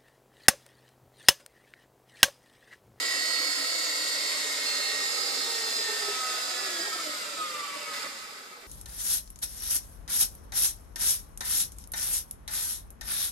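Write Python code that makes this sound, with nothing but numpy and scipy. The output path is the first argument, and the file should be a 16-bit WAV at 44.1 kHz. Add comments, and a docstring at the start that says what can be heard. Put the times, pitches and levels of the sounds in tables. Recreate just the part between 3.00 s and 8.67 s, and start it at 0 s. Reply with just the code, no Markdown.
"""A toy electric helicopter hovers low in a carpeted living room, over a faint hiss and low rumble.
A 7-tooth motor pinion drives the 54-tooth rotor gear: motor harmonics whine, tooth contacts rattle in the
plastic frame, two blades chop noise into a swish and a tail propeller adds a tone.
It sinks as the motor slows, its wake flutters on the carpet and the skids bump as decaying scuffs of noise.
The motor cuts, the whine dies and the slack gears clatter and knock as the rotor coasts."""
import sys
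import numpy as np
from scipy import signal
from scipy.fft import rfft, irfft
from scipy.io import wavfile
from scipy.ndimage import uniform_filter1d

SR = 44100
rng = np.random.default_rng(int(sys.argv[2]) if len(sys.argv) > 2 else 0)


def master(y):
    """Save y as 16-bit WAV."""
    cut = np.clip(np.atleast_2d(y).T, -1, 1)
    pcm = np.round(cut * 32767)  # scale
    wavfile.write(sys.argv[1], SR, pcm.astype(np.int16))


N = 250047
TIME = np.arange(N) / SR
HZ = np.maximum(np.arange(N // 2 + 1) * SR / N, 1)

PINION_TEETH, GEAR_TEETH = 7, 54
ROTOR_PER_MOTOR = PINION_TEETH / GEAR_TEETH
MOTOR_CUT_S = 4.92
# main motor, hovering, throttled back, then coasting: (time [s], speed [turns/s])
SPEED = [(0.0, 276.7), (0.45, 276.4), (0.67, 273.4), (1.32, 272.7), (1.68, 269.7), (2.05, 269.35),
         (2.44, 267.5), (2.85, 259.9), (3.15, 256.3), (3.5, 250.4), (3.75, 240.4), (3.95, 227.3),
         (4.15, 209.4), (4.41, 179.8), (4.63, 165.6), (4.92, 157.9), (5.08, 118.0), (5.67, 48.0)]
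# spectrum of air stirred by the blades: (frequency [Hz], relative density [dB])
WASH = [(30, -40), (90, -38), (160, -41), (215, -15.5), (280, -5), (335, -5), (420, 0.5), (620, 1.5),
        (770, -5), (950, -9), (1400, -10.5), (3000, -69)]


def from_db(db):
    """Decibels to amplitude gain."""
    return 10 ** (np.asarray(db) / 20)


def rms_one(x):
    """Scale to unit power."""
    return x / np.sqrt(np.mean(x ** 2) + 1e-20)


def in_time(rows):
    """Each column of a curve, interpolated at every sample."""
    s, *columns = np.transpose(rows)
    return [np.interp(TIME, s, c) for c in columns]


def over_hz(points):
    """A short spectrum interpolated over log frequency."""
    hz, value = np.transpose(points)
    return np.interp(np.log(HZ), np.log(hz), value)


def drift(rate_hz):
    """Smooth random wander of spread 1: noise through two poles at rate_hz."""
    step = 100  # samples
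    pole = np.exp(-2 * step * np.pi * rate_hz / SR)
    noise = rng.standard_normal(N // step + 1002)
    slow = signal.lfilter([1], [1, -2 * pole, pole * pole], noise)[1000:]  # start-up dropped
    return np.interp(np.arange(N) / step, np.arange(len(slow)), rms_one(slow))


def swell(s, length_s):
    """A bell of height 1 around s, length_s wide at half its height."""
    return 2 ** -((2 * (TIME - s) / length_s) ** 2)


def surge(s, attack_s, release_s):
    """A straight rise to 1 at time s, then an exponential release."""
    rise = np.clip(1 + (TIME - s) / attack_s, 0, 1)
    return rise * np.exp(-np.maximum(TIME - s, 0) / release_s)


def filtered(x, order, hz, kind):
    """Butterworth filter."""
    return signal.sosfilt(signal.butter(order, hz, kind, fs=SR, output="sos"), x)


def panned(db):
    """Left and right gains of constant power, db apart."""
    gains = from_db(np.array([db, -db]).reshape(2, -1) / 2)
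    return gains / np.sqrt(np.mean(gains ** 2, axis=0))


def room(x, colour, t60_s=0.18, direct=0.66):
    """A coloured source heard directly and through two diffuse tails that trade places as the craft moves."""
    # (frequency [Hz], left-right likeness [-1..1])
    likeness = [(60, 0.014), (250, 0.63), (500, 0.62), (1100, 0.27), (2000, 0), (4000, 0.31), (8000, 0.16),
                (13000, 0)]
    # (frequency [Hz], left-right balance [dB])
    balance = [(60, -2), (130, 4), (280, -0.5), (620, -6), (1350, 0), (2940, -2), (6410, -3), (14000, -1.5)]
    tails = rng.standard_normal((2, 2, N)) * from_db(-60 * TIME / t60_s) * (TIME > .002)
    tails = rfft(tails / np.sqrt(np.sum(tails ** 2, axis=2, keepdims=True)))
    place_rad = 2 * TIME
    mid, side = tails[0] * rfft(x * np.cos(place_rad)) + tails[1] * rfft(x * np.sin(place_rad))
    mid = (mid + direct * rfft(x)) / np.hypot(1, direct)
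    alike = np.clip(over_hz(likeness), -.95, .95)
    ears = np.sqrt(1 + alike) * mid + np.sqrt(1 - alike) * side * [[1], [-1]]
    return irfft(ears * colour * panned(over_hz(balance)), N)


def tone(phase, pan_db, spread_rad, waver_db, wander_rad):
    """A unit-power partial whose level and phase waver at each ear as the reflections shift."""
    phase = phase + 2 * np.pi * rng.random()
    ears = []
    for sign in (1, -1):
        level = from_db(waver_db * drift(7.1))
        ears.append(level * np.cos(phase + sign * spread_rad / 2 + wander_rad * drift(3.25)))
    return rms_one(np.array(ears)) * panned(pan_db)


def motor_load():
    """Air drag takes power as the cube of the speed; 1 at full throttle."""
    speed = in_time(SPEED)[0]
    return (speed / speed.max()) ** 3


def slowing():
    """How many times the motor speed has halved since full throttle."""
    speed = in_time(SPEED)[0]
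    return np.log2(speed.max() / speed)


def once_per_turn(rotor, share):
    """Noise of which a share comes back on every rotor turn, from the fixed flaws of gear and blades."""
    flaws = rng.standard_normal(1200)
    share = np.clip(share, 0, 1)
    repeated = flaws[(rotor % 1 * len(flaws)).astype(int)]
    return np.sqrt(share) * repeated + np.sqrt(1 - share) * rng.standard_normal(N)


def resonance_db(pitch_hz):
    """The lift that a tone gets while it glides through resonances."""
    # (centre [Hz], width [Hz], lift [dB])
    whine_peaks = [(555, 160, 13.5), (1267.3, 47, 13), (1926, 49, 4.5), (2225, 14, 12.5), (2714, 34, 5.5),
                   (4330, 110, 1.5), (4644, 13, 10.5), (4950, 120, 10)]
    return sum(db / (1 + (2 * (pitch_hz - hz) / width) ** 2) for hz, width, db in whine_peaks)


def frame_gain():
    """The plastic frame lifts whatever lies near its resonances."""
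    # (centre [Hz], width [Hz], lift [dB])
    frame = [(1286, 72, 9.5), (1990, 200, 2), (2690, 15, 8.5), (4910, 184, 5.5), (5050, 23, 4)]
    return 1 + sum((from_db(db) - 1) / (1 + 2j * (HZ - hz) / width) for hz, width, db in frame)


def rattle_colour():
    """Spectrum of the gear rattle radiated by the frame."""
    # (frequency [Hz], relative density [dB])
    rattle = [(500, -24.5), (900, -7), (1150, -3.5), (1600, -1.5), (2100, 2.05), (2600, -3), (3000, -5.5),
              (3500, -3), (4500, -3), (4950, -6), (5500, -8.5), (8000, -10), (14000, -19)]
    return frame_gain() * from_db(over_hz(rattle))


def background(hiss_db=-57, rumble_db=-79, rumble_hz=120, lumpy_db=5.5):
    """Faint steady hiss and a lumpy low rumble."""
    hiss, rumble = rng.standard_normal((2, 2, N))
    rumble = filtered(rumble + rumble[::-1] / 3, 2, rumble_hz, "low")
    hiss = filtered(hiss, 1, 1500, "high")
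    return from_db(hiss_db) * hiss + from_db(rumble_db) * rms_one(rumble * from_db(lumpy_db * drift(5.5)))


def downwash(low_hz=160, high_hz=350):
    """Close to the carpet the blades churn their own wake into a low flutter."""
    # (time [s], level before flutter [dB])
    wake = [(2.0, -72), (3.1, -71), (3.85, -62.5), (4.85, -61.5), (5.67, -67)]
    level_db, = in_time(wake)
    churn = filtered(rng.standard_normal((2, N)), 2, [low_hz, high_hz], "band")
    return from_db(level_db + 2 * drift(33)) * rms_one(churn + churn[::-1] / 2)


def hum(turns, level_db=-58.5, fall_db=35, rotor_multiple=8):
    """Motor unbalance and a blade harmonic lie close together and throb unevenly."""
    pair = 0
    for multiple in (1, rotor_multiple * ROTOR_PER_MOTOR):
        phase = 2 * np.pi * multiple * turns + 1.12 * drift(4.7)
        pair = pair + from_db(3.4 * drift(13)) * tone(phase, -2.2, -0.35, waver_db=1.5, wander_rad=0.25)
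    return from_db(level_db - fall_db * slowing()) * rms_one(pair)  # fall per halving of speed


def blows(rows, colour, t60_s):
    """Each blow is a short scuff of noise that dies away in the room."""
    envelope = sum(from_db(db - 60 * np.maximum(TIME - s, 0) / t60_s) * (TIME >= s) for s, db in rows)
    colour = colour / np.sqrt(np.mean(abs(colour) ** 2))
    return room(envelope * rng.standard_normal(N), colour, t60_s=0.046, direct=1.0) / 2


def skid_bumps():
    """Skids touching the carpet: scuffs in the colour of the stirred air."""
    # (time [s], relative level [dB])
    bumps = [(3.339, -41), (3.875, -39.5), (4.382, -37), (5.036, -38.5), (5.295, -60)]
    return blows(bumps, from_db(over_hz(WASH)), t60_s=0.21)


def gear_knocks():
    """Slack gears knocking, radiated by the frame."""
    # (time [s], relative level [dB])
    knocks = [(4.575, -39), (4.933, -30), (4.985, -44), (5.02, -33), (5.495, -54)]
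    return blows(knocks, rattle_colour(), t60_s=0.11)


def frame_buzz(hz=1288):
    """The frame's lowest resonance swells into brief buzzes: a rough, wavering tone."""
    # (middle [s], length [s], level [dB])
    buzzes = [(3.936, 0.031, -37), (4.004, 0.064, -39), (4.257, 0.055, -44), (4.9, .12, -58)]
    level = sum(from_db(db) * swell(s, length) for s, length, db in buzzes)
    phase = 2 * np.pi * hz * TIME + 1.0 * drift(34)
    return level * tone(phase, 0, 0.48, waver_db=6.0, wander_rad=0.37)


def tail_propeller(octave_db=-5, kick_rise_s=0.054, kick_fall_s=0.13):
    """Blade tone and its octave, slowing with the throttle and revving up to hold the heading."""
    # (time [s], blade rate before kicks [Hz], level before flutter [dB])
    tail = [(0, 505, -62.5), (1.9, 498, -61), (2.3, 488, -49.5), (2.6, 449.5, -51.5), (3.08, 420, -49),
            (3.25, 385.8, -56), (3.55, 346.4, -51.5), (3.85, 320.5, -50.5), (4.1, 273, -55.5),
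            (4.2, 298, -58), (4.33, 297, -61.5), (4.6, 291, -67), (4.85, 295.7, -57.5), (5.15, 270, -77.5)]
    # brief revs: (time [s], rise [Hz])
    kicks = [(3.35, 54), (3.62, 54.8), (3.869, 116)]
    hz, db = in_time(tail)
    for s, rise_hz in kicks:
        hz = hz + rise_hz * surge(s, kick_rise_s, kick_fall_s)
    phase = 2 * np.pi * np.cumsum(hz * (1 + 0.00816 * drift(10.06))) / SR
    octave = tone(2 * phase, -8.5, 0.7, waver_db=3.0, wander_rad=0.79)
    octave = from_db(octave_db + resonance_db(2 * hz)) * octave
    flutter = from_db(4.4 * drift(32))  # the blades cut through the main rotor's wake
    return from_db(db) * flutter * (tone(phase, -0.62, -0.28, waver_db=4.5, wander_rad=0.14) + octave)


def blade_wash(turns, level_db=-45, fall_db=13.5, floor_db=-55, chop=0.35, regular=0.32):
    """Turbulence that swells as each of the two blades passes; the stirred air never falls below a floor."""
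    rotor = turns * ROTOR_PER_MOTOR
    air = once_per_turn(rotor, regular * motor_load()) * (1 + chop * np.cos(4 * np.pi * rotor))
    air = room(air, from_db(over_hz(WASH)), t60_s=0.056, direct=1.21)
    air_db = np.maximum(level_db - fall_db * slowing(), floor_db)  # fall per halving of speed
    return from_db(air_db) * rms_one(air)


def tooth_contacts(turns, pulsing, throb, rough, regular):
    """Scraping contacts, hardest once per motor turn and swelling once per rotor turn; slack teeth rattle evenly."""
    rotor = turns * ROTOR_PER_MOTOR
    load = motor_load()
    pressure = pulsing * (np.cos(2 * np.pi * turns) + 0.75 * np.cos(4 * np.pi * turns))
    pressure += throb * np.cos(2 * np.pi * rotor)
    force = np.exp(load * pressure + rough * drift(150))
    force = force / np.sqrt(uniform_filter1d(force ** 2, size=8000))
    return once_per_turn(rotor, regular * load) * force


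def dulled(x, above_hz=1540, fall_db=2):
    """Slower teeth strike more softly: the treble loses extra level per halving of speed."""
    low, high = (filtered(filtered(x, 2, above_hz, kind), 2, above_hz, kind) for kind in ("low", "high"))
    return low + high * from_db(-fall_db * slowing())


def slack_lift_db(lift_db=5.5, attack_s=0.053, release_s=0.41):
    """When the drive lets go the teeth fall slack and clatter louder for a while."""
    return lift_db * surge(MOTOR_CUT_S + attack_s, attack_s, release_s)


def gear_rattle(turns, level_db=-37, fall_db=3, coast_fade_db_per_s=3.5):
    """Tooth contacts radiated by the frame; the clatter thins out as the rotor runs down."""
    contacts = tooth_contacts(turns, pulsing=0.2, throb=0.49, rough=0.19, regular=0.13)
    rattle = dulled(rms_one(room(contacts, rattle_colour())))
    coast_db = coast_fade_db_per_s * np.maximum(TIME - MOTOR_CUT_S, 0)
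    return from_db(level_db - fall_db * slowing() + slack_lift_db() - coast_db) * rattle


def gear_hiss(turns, level_db=-33, fall_db=11.5, slack_share=0.93):
    """Sharp edge of the tooth contacts, falling faster with speed than the rattle."""
    # (frequency [Hz], relative density [dB])
    edge = [(2000, -35), (3100, -2.5), (3800, 1), (4500, -2), (5100, 2), (5600, -4), (6100, -5.5),
            (7200, -0.5), (8300, -4.5), (9700, -7), (11200, -14), (12300, -9.5), (14500, -20)]
    contacts = tooth_contacts(turns, pulsing=0.48, throb=0.17, rough=0.14, regular=0.33)
    hiss = room(contacts, frame_gain() * from_db(over_hz(edge)), direct=0.25)
    return from_db(level_db - fall_db * slowing() + slack_share * slack_lift_db()) * rms_one(hiss)


def gear_beats(turns):
    """Single sidebands, whole rotor rates away from a harmonic, turn the whine into a fast steady buzz."""
    # (middle [s], motor multiple, offset [rotor rates], length [s], level [dB])
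    beats = [(0.18, 7, -2, 0.68, -48), (0.14, 7, 1, 0.44, -49), (0.25, 8, -2, 0.61, -50),
             (0.75, 7, 1, 0.59, -48), (1.24, 7, 1, 0.41, -49), (1.0, 7, 2, 1.1, -50),
             (1.93, 7, -1, 0.42, -45), (1.8, 7, -2, 0.81, -50), (4.55, 7, 1, 0.39, -47),
             (0.87, 8, -1, 0.59, -46.5), (1.44, 8, -1, 1.3, -50), (1.05, 8, 1, 0.91, -51.5),
             (3.3, 8, -1, 0.45, -51), (1.9, 16, -2, 0.47, -49), (2.4, 16, 1, 0.7, -48)]
    out = np.zeros((2, N))
    for s, order, offset, length, db in beats:
        phase = 2 * np.pi * turns * (round(order) + round(offset) * ROTOR_PER_MOTOR)
        out += from_db(db) * swell(s, length) * tone(phase, -1, 0.98, waver_db=5.2, wander_rad=0.5)
    return out


def harmonic_db(order, full_db, fall_db, floor_db=-58, light_loss_db=11):
    """A harmonic weakens to a floor as the gears run light, and is lifted by resonances."""
    floor_db = min(full_db - light_loss_db, floor_db)
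    return np.maximum(full_db - fall_db * slowing(), floor_db) + resonance_db(order * in_time(SPEED)[0])


def standing_waves(order):
    """Lift and lean [dB] of one harmonic as the craft drifts through the room's standing waves."""
    # (middle [s], motor multiple, length [s], lift [dB], left-right lean [dB])
    swells = [(2.16, 3, 1.25, 16, -2), (3.35, 3, 0.63, 13, -2), (4.5, 3, 0.19, 7.5, -2),
              (3.202, 5, 0.3, 15.5, 6), (3.64, 5, 0.11, 14, -6), (1.7, 6, 0.35, 8, 0), (3.4, 6, 0.14, 4, 0),
              (3.38, 6, 0.72, 13, -1), (4.11, 6, 0.099, 7, -2), (0.24, 7, 0.47, 5, -1.5),
              (1.03, 7, 0.45, -0.5, 12), (1.99, 7, 0.27, 6.5, -7), (2.92, 7, 0.25, 5.5, 3),
              (3.2, 7, 0.089, 1, -3), (3.74, 7, 0.37, 5.5, -5), (4.8, 7, 0.078, -3, 0),
              (3.5, 7, 0.14, -5, 0), (4.64, 7, 0.45, 12.5, 2), (0.27, 8, 0.45, 3.5, -1),
              (1.79, 8, 0.7, 9, 11), (2.9, 8, 0.46, -17, 4), (3.27, 8, 0.3, 4, -2), (3.66, 8, 0.076, 7, 0),
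              (3.87, 8, 0.15, 12, 0), (4.54, 8, 0.3, 8, -2), (4.1, 9, 0.23, 21, 2), (4.59, 9, 0.2, 18, -2),
              (0.82, 10, 0.28, 5, 5), (1.44, 10, 0.11, -12, -2), (1.88, 10, 0.5, 6, -20),
              (4.19, 10, 0.13, 6, 0), (4.62, 10, 0.5, -20, -7), (0.24, 11, 0.42, 7, -8),
              (4.54, 12, 0.39, 15, 2), (3.2, 13, 1.6, 6, 2), (0.35, 14, .2, -3, -2),
              (1.05, 14, 0.7, 3.5, 0), (4.33, 14, 0.18, -3, 0), (1.96, 14, 0.16, 5, 3),
              (2.48, 14, 0.089, 8, -2), (4.65, 14, 0.41, 7.5, 12), (1.84, 15, 0.35, 13, -2),
              (2.3, 15, 0.25, 7, 0), (2.84, 15, 0.23, 8, 0), (0.35, 16, 0.29, 5.5, -17),
              (0.76, 16, 0.91, 2, -9), (1.54, 16, 0.13, -14, -2), (1.7, 16, .25, 6.5, 3),
              (2.41, 16, 0.22, 3.5, -7), (2.76, 16, 0.28, 5, 4), (3.23, 16, 0.29, -10, -4),
              (2.7, 17, 1.1, -11, 1), (1.92, 18, .25, -1, -2), (2.24, 18, 0.34, 12, -18),
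              (0.55, 19, 0.11, 9, -2), (0.87, 19, .2, -4, 0), (1.35, 19, 0.7, 2.5, 0),
              (2.43, 19, 0.73, 7, 4), (0.2, 21, 0.76, -15, 0), (3.4, 21, 0.17, -1, -5),
              (3.7, 21, 0.14, 7, -2), (3.9, 21, 0.32, 1, -7)]
    out = np.zeros((2, N))
    for s, multiple, length, db, lean_db in swells:
        if round(multiple) == order:
            out += np.outer([db, lean_db], swell(s, length))
    return out


def motor_whine(turns, runout_slope=0.29, wobble=0.069, mesh_wobble=0.34, uneven=.08, chatter_db=4.5,
                shake_turns=0.003, overtone_db=2.5, overtone_fall_db=27, cut_fade_s=0.4):
    """Motor harmonics; under load the out-of-round rotor gear puts uneven sidebands on the tooth-mesh tones."""
    # strong: (motor multiple, full-speed level before lifts [dB], loss per halving of speed [dB],
    #          left-right level [dB], left-right phase at full load [rad])
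    harmonics = [(3, -69.5, -3, -1, -1.3), (5, -61, 4.5, -9, -0.25), (6, -60.5, -0.5, 3, 1.2),
                 (7, -43.5, 13.5, -1.5, 2.15), (8, -50.5, 11, 1, -1.3), (9, -71, -2, -1, 2.1),
                 (10, -53, -4, 6, 1.57), (11, -54, 6, -2, 0.52), (12, -71, -2, 13, 2.4),
                 (13, -56, 19, 6, 1.3), (14, -47.5, 13, 3, 0.77), (15, -54, 23, -10, 0.63),
                 (16, -39, 49, -5, 1.3), (17, -47, 79, 1, -0.72), (18, -47, 79, -4, 0.81),
                 (19, -47.5, 11, -9, 1.9), (21, -47, 13, -1, 1.5)]
    # weak: (motor multiple, relative level [dB])
    overtones = [(22, -65), (24, -54.5), (25, -50.5), (26, -54), (27, -50.5), (30, -54), (32, -57)]
    rotor, load = turns * ROTOR_PER_MOTOR, motor_load()
    lightness = np.sqrt(1 - load)
    # the pinion shakes in its backlash as the load falls
    angle = 2 * np.pi * (turns + shake_turns * lightness * drift(22))
    out = np.zeros((2, N))
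    for order, full_db, fall_db, pan_db, spread_rad in harmonics:
        order = round(order)
        runout = 0
        for k in range(1, 4):
            ripple = np.cos(2 * np.pi * (k * rotor + rng.random()))
            runout = runout + (1 + uneven * drift(25)) * ripple / k ** runout_slope
        depth = load * (mesh_wobble if order % PINION_TEETH == 0 else wobble)
        lift_db, lean_db = standing_waves(order)
        # lightly loaded teeth sing in rough bursts, less so where the room sustains them
        steadiness = from_db(np.maximum(lift_db, 0) / 2)
        lift_db = lift_db + chatter_db * lightness * (drift(16) - .5) / steadiness
        # a fixed path difference between the ears gives less phase at a lower pitch
        spread_rad = spread_rad * np.cbrt(load)
        partial = tone(order * angle, pan_db + lean_db, spread_rad, waver_db=0.9, wander_rad=0.35)
        out += from_db(harmonic_db(order, full_db, fall_db) + lift_db) * (1 + depth * runout) * partial
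    throttle = from_db(overtone_db - overtone_fall_db * slowing())
    for k, (order, db) in enumerate(overtones):
        partial = tone(round(order) * angle, -0.61, 1.4 * (-1) ** k, waver_db=4.5, wander_rad=1.0)
        out += from_db(db) * throttle * partial
    # the teeth lose steady contact when the motor cuts
    return out * np.clip(1 - (TIME - MOTOR_CUT_S) / cut_fade_s, 0, 1) ** 2


def scene():
    """The motor's turning drives whine, rattle and blades together."""
    turns = np.cumsum(in_time(SPEED)[0]) / SR
    air = downwash() + tail_propeller() + blade_wash(turns)
    landing = skid_bumps() + gear_knocks() + frame_buzz()
    gears = gear_rattle(turns) + gear_hiss(turns) + gear_beats(turns)
    return background() + hum(turns) + air + landing + gears + motor_whine(turns)


def record(dry, cutoff_hz=14560):
    """The top is cut steeply by an elliptic low-pass."""
    return signal.sosfilt(signal.ellip(16, .1, 90, cutoff_hz, fs=SR, output="sos"), dry)


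dry = scene()
out = record(dry)
master(out)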